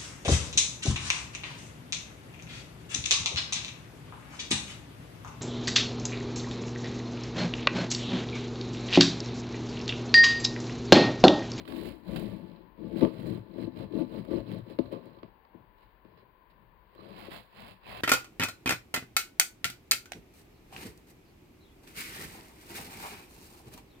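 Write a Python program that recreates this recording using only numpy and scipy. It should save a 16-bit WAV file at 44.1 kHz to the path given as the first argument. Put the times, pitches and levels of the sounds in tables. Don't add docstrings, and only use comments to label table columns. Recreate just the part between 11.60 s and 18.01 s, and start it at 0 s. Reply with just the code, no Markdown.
import sys
import numpy as np
from scipy import signal
from scipy.fft import rfft, irfft, next_fast_len
from scipy.io import wavfile
from scipy.ndimage import map_coordinates

SR = 44100
rng = np.random.default_rng(int(sys.argv[2]) if len(sys.argv) > 2 else 0)


def unload_audio(sound):
    columns = np.transpose(np.atleast_2d(sound))
    steps = np.round(np.clip(columns, -1, 1) * 32767)
    wavfile.write(sys.argv[1], SR, steps.astype(np.int16))


N = 282681

# pitch_hz, left_db, right_db
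KITCHEN_SPECTRUM = [(24.9, 13, -11.5), (45.2, 16, -6), (102, -10.5, -15.5), (199.4, -21.5, -9),
                    (358.2, -8.5, -21), (780, -14.5, -21), (1015, -1.5, -24.5), (1258, -19.5, -26.5),
                    (1560, -14.5, -29.5), (2920, -24.5, -32.5), (4780, -43.5, -35), (5470, -56, -64.5),
                    (9200, -57, -51.5), (12300, -44, -50.5), (13300, -32, -52), (15240, -28, -50.5)]
# pitch_hz, likeness (0 to 1)
HUM_LIKENESS = [(40, 0.79), (220, 0.97), (350, 0.98), (1000, 0.18), (4000, 0.051)]
# pitch_hz, level_db, start_s, end_s
STEADY_TONES = [(872, -65.5, 0, 4.3), (1744, -75, 0, 6.5), (996, -69, 0, 4.3), (781, -68, 3.68, 3.98)]
# pitch_hz, t60_s
WALL_DECAY = [(200, 0.3), (2000, 0.32), (10000, 0.34)]
# pitch_hz, width_hz, left_db, right_db
TABLE_MODES = [(113.9, 35.6, 9, 4)]
# pitch_hz, width_hz, left_db, right_db
ROCKING_MODES = [(53.7, 37, 1.5, -30), (165.9, 44.6, 6, -11.5), (203, 60.4, 5.7, -14)]
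# pitch_hz, width_hz, left_db, right_db
BENDING_MODES = [(250.3, 46.4, -4, -26.5), (322.7, 62, 0, -44.5), (361, 59, -8, -36),
                 (434, 72, -10.5, -25.5), (545.7, 78, -10, -27), (644.3, 59, -16, -29.5),
                 (691, 17, -23.5, -27), (878, 54, -23, -28), (1005, 99, -33, -33.5),
                 (1163, 60, -28.5, -40.5)]
# pitch_hz, width_hz, lift_db
BLADE_MODES = [(1108, 24, 4), (2223, 51, -7), (2650, 66, -6), (3115, 100, -3), (4090, 180, -7.5)]
# pitch_hz, left_db, right_db
CRUST_SPECTRUM = [(300.6, -7, -8.5), (700, 0.5, -7), (1017, -6, -21), (1458, -32, -8.5), (2000, -16, -8.5),
                  (2800, -20.5, -9.5), (4180, -31, -12), (4920, -35, -15), (5780, -76, -36.5),
                  (7700, -63.5, -29), (8800, -53.5, -31), (10100, -50, -25), (13170, -28.5, -30.5),
                  (15940, -24, -27.5)]
# start_s, level_db, high_modes_over_it_db, rocking_over_it_db
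KNOCK_EVENTS = [(0.471, -44, 8, 1), (0.488, -32.5, 0, 2), (1.199, -42, -5, -17), (1.22, -40, 6, -14),
                (1.33, -21, -4, -3), (1.354, -11.5, -7.5, -19), (1.367, -27, 1, -19), (1.414, -7, 2, -11),
                (1.422, -4.5, 3.5, -35), (1.432, -3.5, -5, -19), (1.45, -24, -3, -22),
                (1.953, -24, -4, -23), (1.979, -30.5, 11.5, -16), (2.033, -16, -5, -6.5),
                (2.072, -15, -5.5, -20), (2.323, -21.5, -10, -12), (2.516, -32, 2, -3), (2.681, -27, 2, -8),
                (2.706, -21.5, 6, -10), (2.732, -17, 6, -31), (2.898, -29, 7, -20), (3.07, -28, -9, -11),
                (3.104, -37, 1, -18), (3.187, -6.5, 2.5, -15), (3.321, -26.5, 10, -21),
                (3.338, -19, 3, -19), (3.457, -32, 3.5, -27), (3.567, -38.5, 6, -27),
                (3.627, -28.5, 5.5, -18), (3.943, -34, 2, -17), (3.997, -45, -2, -17), (4.446, -38, 3, -9),
                (4.574, -52, 12, -17), (4.625, -54, 17.5, -25), (5.354, -45, 11, -23), (5.384, -38, 7, -8),
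                (5.427, -38, 8, -16), (5.679, -30.5, 8.5, -30)]
# start_s, level_db, treble_over_it_db, t60_ms
CRACK_EVENTS = [(0.0524, -40.5, -21, 33), (0.0765, -37.5, -14.5, 60), (0.102, -39, -19, 29),
                (0.122, -33, -18, 20), (0.158, -44, -17, 29), (0.191, -58, -21, 28), (0.2478, -39, -19, 17),
                (0.284, -57, -8, 14), (0.403, -60.5, -3, 10), (0.435, -58, -5, 12),
                (0.4773, -45.5, -12, 12), (0.559, -31.5, -13.5, 69), (0.568, -37, -25, 9.8),
                (0.5943, -41.5, -2.5, 26), (1.409, -29.5, -32.5, 29), (1.432, -35.5, -24, 14),
                (1.45, -23, -25, 5.4), (1.539, -47, -10, 15), (1.668, -47, -4, 15.7), (1.72, -56, -10, 12),
                (2.0055, -48, -23, 13), (2.172, -42.5, -21, 14), (2.206, -46, -24, 16),
                (2.324, -49, -21, 20), (2.65, -43.5, -10.5, 17), (2.716, -46, -26, 14),
                (3.1881, -26.5, -23, 22), (3.26, -44.5, -21.5, 18), (3.323, -49, -5.5, 28),
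                (3.339, -38.5, -22, 3), (3.456, -56.5, -0.5, 17), (3.587, -49, -28, 20),
                (3.6318, -35, -36.5, 9.6), (3.8505, -48, -26, 12), (4.449, -51.5, -25, 17),
                (4.574, -50, -24, 15), (5.35, -48.5, -6, 12), (5.3808, -59, -18, 11),
                (5.4878, -51, -2.5, 13), (5.677, -43, -12.5, 12), (5.7154, -37, -16, 47),
                (6.2342, -49, -23, 14)]
# start_s, level_db, treble_over_it_db, length_ms
BRUSH_EVENTS = [(4.1806, -61, -18.5, 11), (4.2194, -69, -17, 32), (4.57, -62, -23, 66),
                (4.8973, -60, -18.5, 28), (5.1874, -78, -15, 17)]
# full_from_s, rise_s, hold_s, fall_s, half_growth_db, low_ring_db, high_ring_db
SLIDE_EVENTS = [(3.265, .02, 0.026, .02, -4.5, -68, -74), (3.325, 0.02, .015, .06, 2, -49, -79),
                (3.45, .06, .15, .03, 4, -67, -86.5), (5.37, .03, 0.22, .03, -4, -62, -78)]
# time_s, low_ring_db, high_ring_db, middle_ring_db
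STROKE_RING = [(0, -15, -14, -22), (1.2, -3, -14, -26), (2, -1.5, -11, -20), (3.15, -1, -13, -20.5),
               (5.3, -11, -36, -16), (6.41, -6, -32, -9)]
# full_from_s, rise_s, hold_s, fall_s, half_growth_db, low_bend_db, high_bend_db, rocking_db, sway_db,
# table_top_db, crust_db, dryness_db (treble over the crust level)
STROKE_EVENTS = [(-0.03, .03, 0.027, 0.048, 2, -37.5, -41, -43.5, -30.5, -54, -52.5, -12),
                 (0.078, 0.036, 0.21, 0.11, 2.5, -34, -38.5, -49, -40, -58, -55, -7.5),
                 (0.491, 0.067, 0.23, 0.26, -2, -35.5, -36, -37.5, -36.5, -49.5, -55.5, -9.5),
                 (0.827, .06, 0.22, 0.12, -3, -47.5, -49.5, -59.5, -64, -73, -71.5, -35),
                 (1.188, 0.047, 0.13, 0.026, 2, -38, -40, -44.5, -43, -56, -67, -13.5),
                 (1.352, 0.073, 0.046, .04, 2, -29.5, -34.5, -41, -55, -46, -55.5, -12),
                 (1.414, .02, 0.023, 0.069, 2.5, -23.5, -18, -29.5, -34, -61, -47.5, -12.5),
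                 (1.588, 0.23, 0.18, 0.073, 0, -34.5, -37.5, -42, -41.5, -45.5, -59, -9.5),
                 (1.982, 0.19, 0.071, 0.046, 1, -34.5, -34.5, -44.5, -39.5, -52.5, -59.5, -13),
                 (2.164, 0.077, 0.078, 0.041, 0.5, -37.5, -37.5, -41, -47, -41.5, -59, -14),
                 (2.329, 0.057, 0.092, 0.042, 2.5, -26.5, -30.5, -41, -42, -48.5, -59, -12.5),
                 (2.506, 0.13, 0.09, .06, 2, -38, -37, -41.5, -43, -51, -59.5, -11.5),
                 (2.716, 0.092, 0.087, 0.035, -1.5, -27.5, -30.5, -44.5, -36, -48.5, -56, -13.5),
                 (2.885, 0.085, 0.11, 0.03, -0.5, -39.5, -37.5, -41, -48, -44, -58.5, -13),
                 (3.086, 0.085, 0.038, 0.065, 2, -42.5, -39, -56, -51, -52, -61, -12),
                 (3.194, 0.035, 0.1, 0.065, -0.5, -44, -42, -54.5, -46, -56, -70, -11),
                 (3.318, 0.017, 0.043, 0.096, -2, -35, -31, -49, -59, -60, -58.5, -15),
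                 (3.419, 0.069, 0.073, 0.29, 1, -54.5, -48, -59.5, -67, -63, -68, -16),
                 (3.641, 0.026, 0.0086, 0.093, -4.5, -53.5, -45, -56.5, -62, -77, -70, -20),
                 (3.94, 0.035, 0.017, 0.21, 0.5, -59, -55, -64, -65, -60, -79.5, -23),
                 (4.204, 0.12, .04, 0.22, 0, -75, -65, -81, -80, -74, -72.5, -13),
                 (4.466, 0.02, 0.22, .05, -4.5, -71, -59.5, -73, -67, -71.5, -81, -20),
                 (4.993, 0.19, 0.072, 0.53, -2, -72, -68, -68, -75, -71.5, -86, -9.5),
                 (5.403, 0.12, 0.16, 0.11, 0, -55.5, -45, -57, -52.5, -67.5, -65.5, -24),
                 (5.555, 0.24, 0.11, 0.067, 2, -57, -49.5, -58, -49, -64, -54, -12),
                 (5.711, 0.026, 0.066, 0.071, 0, -62, -66, -54.5, -48, -61, -50, -9),
                 (5.967, 0.099, 0.15, 0.058, 0.5, -75, -62, -57.5, -52, -62, -55.5, -11.5),
                 (6.27, 0.059, 0.18, .05, 1, -64, -59, -58, -44.5, -61, -49, -12.5)]
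HOLD_ROUNDING = [3.7, 2.5, 3.2, 2, 2.6, 2.67, 3.7]

TREBLE_HZ, TOP_HZ = 5800, 15850
SWING_DB = 20
THUD_DB, THUD_GROWS = 13.5, 0.66
BEND_DB, ROCK_DB, SWAY_DB = 41.5, 39, 36.5
TABLE_LAG_S = 0.02


def amp(db):
    return 10 ** (np.asarray(db) / 20)


def unit(x):
    return x / np.sqrt(np.mean(x ** 2) + 1e-20)


def along(points, hz):
    f, *columns = np.transpose(points)
    return np.array([np.interp(np.log(hz + 1), np.log(f + 1), c) for c in columns])


def wobble(rate):
    knots = rng.standard_normal(int(N * rate / SR) + 4)
    return map_coordinates(knots, [np.arange(N) * rate / SR])


def filtered(x, response):
    m = 2 * next_fast_len(N // 2 + SR // 4)
    return irfft(rfft(x, m) * response(np.fft.rfftfreq(m, 1 / SR)), m)[..., :N]


def causal(gain):
    cepstrum = irfft(np.log(np.maximum(gain, 1e-6)))
    half = cepstrum.shape[-1] // 2
    cepstrum[..., 1:half] *= 2
    cepstrum[..., half + 1:] = 0
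    return np.exp(rfft(cepstrum))


def mode(f, hz, width):
    return 1j * f * width / (hz * hz - f * f + 1j * f * width)


def slips(rate, spread_db, smooth):
    hit = rng.random(N) < rate / SR
    sizes = amp(spread_db * np.clip(rng.standard_normal(N), -2, 2))
    sizes = sizes * np.sign(rng.standard_normal(N))
    return unit(unit(hit * sizes) + smooth * rng.standard_normal(N))


def swells(rows, round_db):
    t, power = np.arange(N) / SR, 0
    for s, rise, hold, fall, half_growth_db, *levels in rows:
        outside = np.maximum((s - t) / rise, (t - s - hold) / fall)
        slope_db = SWING_DB * np.maximum(outside, 0)
        place = np.clip(2 * (t - s) / hold - 1, -1, 1)
        shape_db = half_growth_db * place - slope_db
        rounding_db = np.array(round_db)[:, None] * place ** 2
        power = power + amp(np.array(levels)[:, None] + shape_db - rounding_db) ** 2
    return np.sqrt(power)


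def tones():
    t, total = np.arange(N) / SR, 0
    for hz, db, start, end in STEADY_TONES:
        fade_db = 60 * np.maximum(np.maximum(start - t, t - end), 0) / .4
        total = total + amp(db + 1.5 * wobble(4) - fade_db) * np.sin(2 * np.pi * hz * t)
    return total


def kitchen():
    def mid_side(f):
        turn = np.arccos(np.clip(along(HUM_LIKENESS, f)[0], 0, 1)) / 2
        return [np.cos(turn), np.sin(turn)]

    def colour(f):
        return amp(along(KITCHEN_SPECTRUM, f)) * f ** 2 / (f ** 2 + 30 ** 2)

    mid, side = filtered(rng.standard_normal((2, N)), mid_side)
    hum = filtered(np.array([mid + side, mid - side]), colour)
    hum = amp(-55.5 + 0.22 * wobble(4.6)) * hum / np.std(hum[0])
    hum[0] += tones()
    return hum


def walls(x):
    hz, t, z = signal.stft(rng.standard_normal((2, SR // 2)), SR, nperseg=256)
    decay = amp(-60 * t / along(WALL_DECAY, hz)[0][:, None])
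    tail = signal.istft(z * decay, SR, nperseg=256)[1]
    late = np.pad(x, ((0, 0), (300, 0)))
    return signal.fftconvolve(late, tail / np.linalg.norm(tail[0]), axes=1)[:, :N]


def drag(stroke):
    t = np.arange(N) / SR
    time_s, *ring_db = np.transpose(STROKE_RING)
    sliding = [*swells(SLIDE_EVENTS, [1, 1]), np.zeros(N)]
    sawing = [stroke * amp(np.interp(t, time_s, db)) for db in ring_db]
    gains = np.hypot(sliding, sawing)
    sides_db = ([[-3], [1]], [[-16], [8]], [[-8], [6]])
    modes = ((BLADE_MODES[0][0], 200), (BLADE_MODES[-1][0], 350), (BLADE_MODES[2][0], 200))  # pitch, width in Hz
    total = 0
    for gain, side_db, (hz, width) in zip(gains, sides_db, modes):
        chatter = slips(rate=120, spread_db=4, smooth=.4)
        ring = unit(filtered(chatter, lambda f: mode(f, hz, width) ** 2))
        total = total + gain * ring * amp(side_db)
    return total * [[-1], [1]]


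def crumbs(rate, cycles):
    s, pitch, size = rng.random((round(rate * N / SR), 3)).T
    hz, t = 900 * 6 ** pitch[:, None], np.arange(256) / SR
    decay = amp(-24 * size[:, None] - 20 * t * hz / cycles)
    fade = np.cos(np.pi / 2 * t / t[-1])
    grains = decay * fade * np.sin(2 * np.pi * hz * t) * np.sqrt(hz)
    at = (s[:, None] * N).astype(int) + np.arange(256)
    return unit(np.bincount(at.ravel(), grains.ravel())[:N])


def crust(stroke, treble):
    t = np.arange(SR // 8) / SR
    catches = np.abs(slips(rate=250, spread_db=4, smooth=0))
    clumps = unit(np.abs(signal.fftconvolve(catches, amp(-60 * t / .007))[:N]))
    rough, rougher = unit(clumps + 2.2), unit(clumps + 1.1)
    sway = amp(0.79 * wobble(20))
    stroke = stroke * sway
    low = amp(-0.5) * stroke * rough
    high = amp(13) * treble * sway * rougher

    def add_burst(s, db, treble_db, shape):
        at = round(s * SR)
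        low[at:][:len(t)] += amp(db - 9.5) * shape
        high[at:][:len(t)] += amp(db + treble_db + 6.5) * shape

    edges, taps = np.zeros(N), np.zeros(N)
    for s, db, treble_db, ms in CRACK_EVENTS:
        add_burst(s, db, treble_db, amp(-60 * t / (ms / 1000)) * (1 - np.exp(-t / .0008)))
        edges[round(s * SR)] = amp(db + 7.0)
        taps[round(s * SR)] = amp(db + 27)
    for s, db, treble_db, ms in BRUSH_EVENTS:
        add_burst(s, db, treble_db, np.sin(np.pi * np.minimum(t * 1000 / ms, 1) ** .6))

    def ring(f):
        blade = 1 + sum(amp(db) * mode(f, hz, width) for hz, width, db in BLADE_MODES)
        return amp(along(CRUST_SPECTRUM, f)) * np.abs(blade)

    def below(f):
        return causal(ring(f) / (1 + (f / TREBLE_HZ) ** 20))

    def above(f):
        return causal(ring(f) / (1 + (TREBLE_HZ / (f + 1)) ** 20))

    def lowest_blade_mode(f):
        return amp([[-2], [5]]) * mode(f, BLADE_MODES[0][0], 220) ** 2

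    shared, own = rng.standard_normal((2, N)), rng.standard_normal((2, 2, N))
    grains = amp(-6) * stroke * crumbs(rate=1100, cycles=8)
    body = filtered(grains + edges + low * (0.6 * shared[0] + 1.75 * own[0]), below)
    hiss = filtered(high * (shared[1] + 1.35 * own[1]), above)
    crackle = amp(14) * body + amp(15.5) * hiss + filtered(taps, lowest_blade_mode)
    crackle[0] = np.roll(crackle[0], shift=20)
    return crackle


def rubbing():
    rows = [(*row[:-1], row[-2] + row[-1]) for row in STROKE_EVENTS]
    rub = swells(rows, HOLD_ROUNDING)
    t = np.arange(N) / SR
    rub[4] = np.interp(t - TABLE_LAG_S, t, rub[4])
    return rub


def wood(modes, damping):
    def response(f):
        total = 0
        for k, (hz, width, left, right) in enumerate(modes):
            sign = (-1) ** k
            total = total + sign * amp([[left], [right]]) * mode(f, hz, width * damping) ** 2
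        return total
    return response


def board(forces):
    def soft(f):
        return 1 / (1 + 1j * f / 700) ** 2

    at, level_db, high_db, rock_db = np.transpose(KNOCK_EVENTS)
    bend_db = level_db + BEND_DB
    blow_db = [bend_db, bend_db + high_db, level_db + ROCK_DB + rock_db,
               level_db + SWAY_DB + rock_db, THUD_DB + THUD_GROWS * level_db]
    groups = BENDING_MODES[:2], BENDING_MODES[2:], ROCKING_MODES[1:], ROCKING_MODES[:1], TABLE_MODES
    far_shares = (.6, 0.39, 0.16, .2, .15)
    sound = 0
    for push, hit_db, modes, share in zip(forces, blow_db, groups, far_shares):
        near, far = (slips(rate=400, spread_db=3, smooth=.8) for spot in range(2))
        spots = np.array([near, np.sqrt(1 - share) * near + np.sqrt(share) * far])
        force = push * amp(24.0 + 0.51 * wobble(25.345)) * spots
        hits = np.bincount(np.round(at * SR).astype(int), amp(hit_db), N)
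        sound = sound + filtered(force, wood(modes, damping=1))
        sound = sound + filtered(filtered(hits, soft), wood(modes, damping=0.9))
    return sound


def scene():
    rub = rubbing()
    knocks = board(rub[:5])
    air = crust(*rub[5:]) + drag(rub[5])
    return knocks + amp(-18) * walls(knocks) + air + amp(-9) * walls(air) + kitchen()


def record(dry):
    bass_cut = filtered(dry, lambda hz: (1j * hz / (30 + 1j * hz)) ** 4)
    return filtered(bass_cut, lambda hz: hz < TOP_HZ)


dry = scene()
out = record(dry)
unload_audio(out)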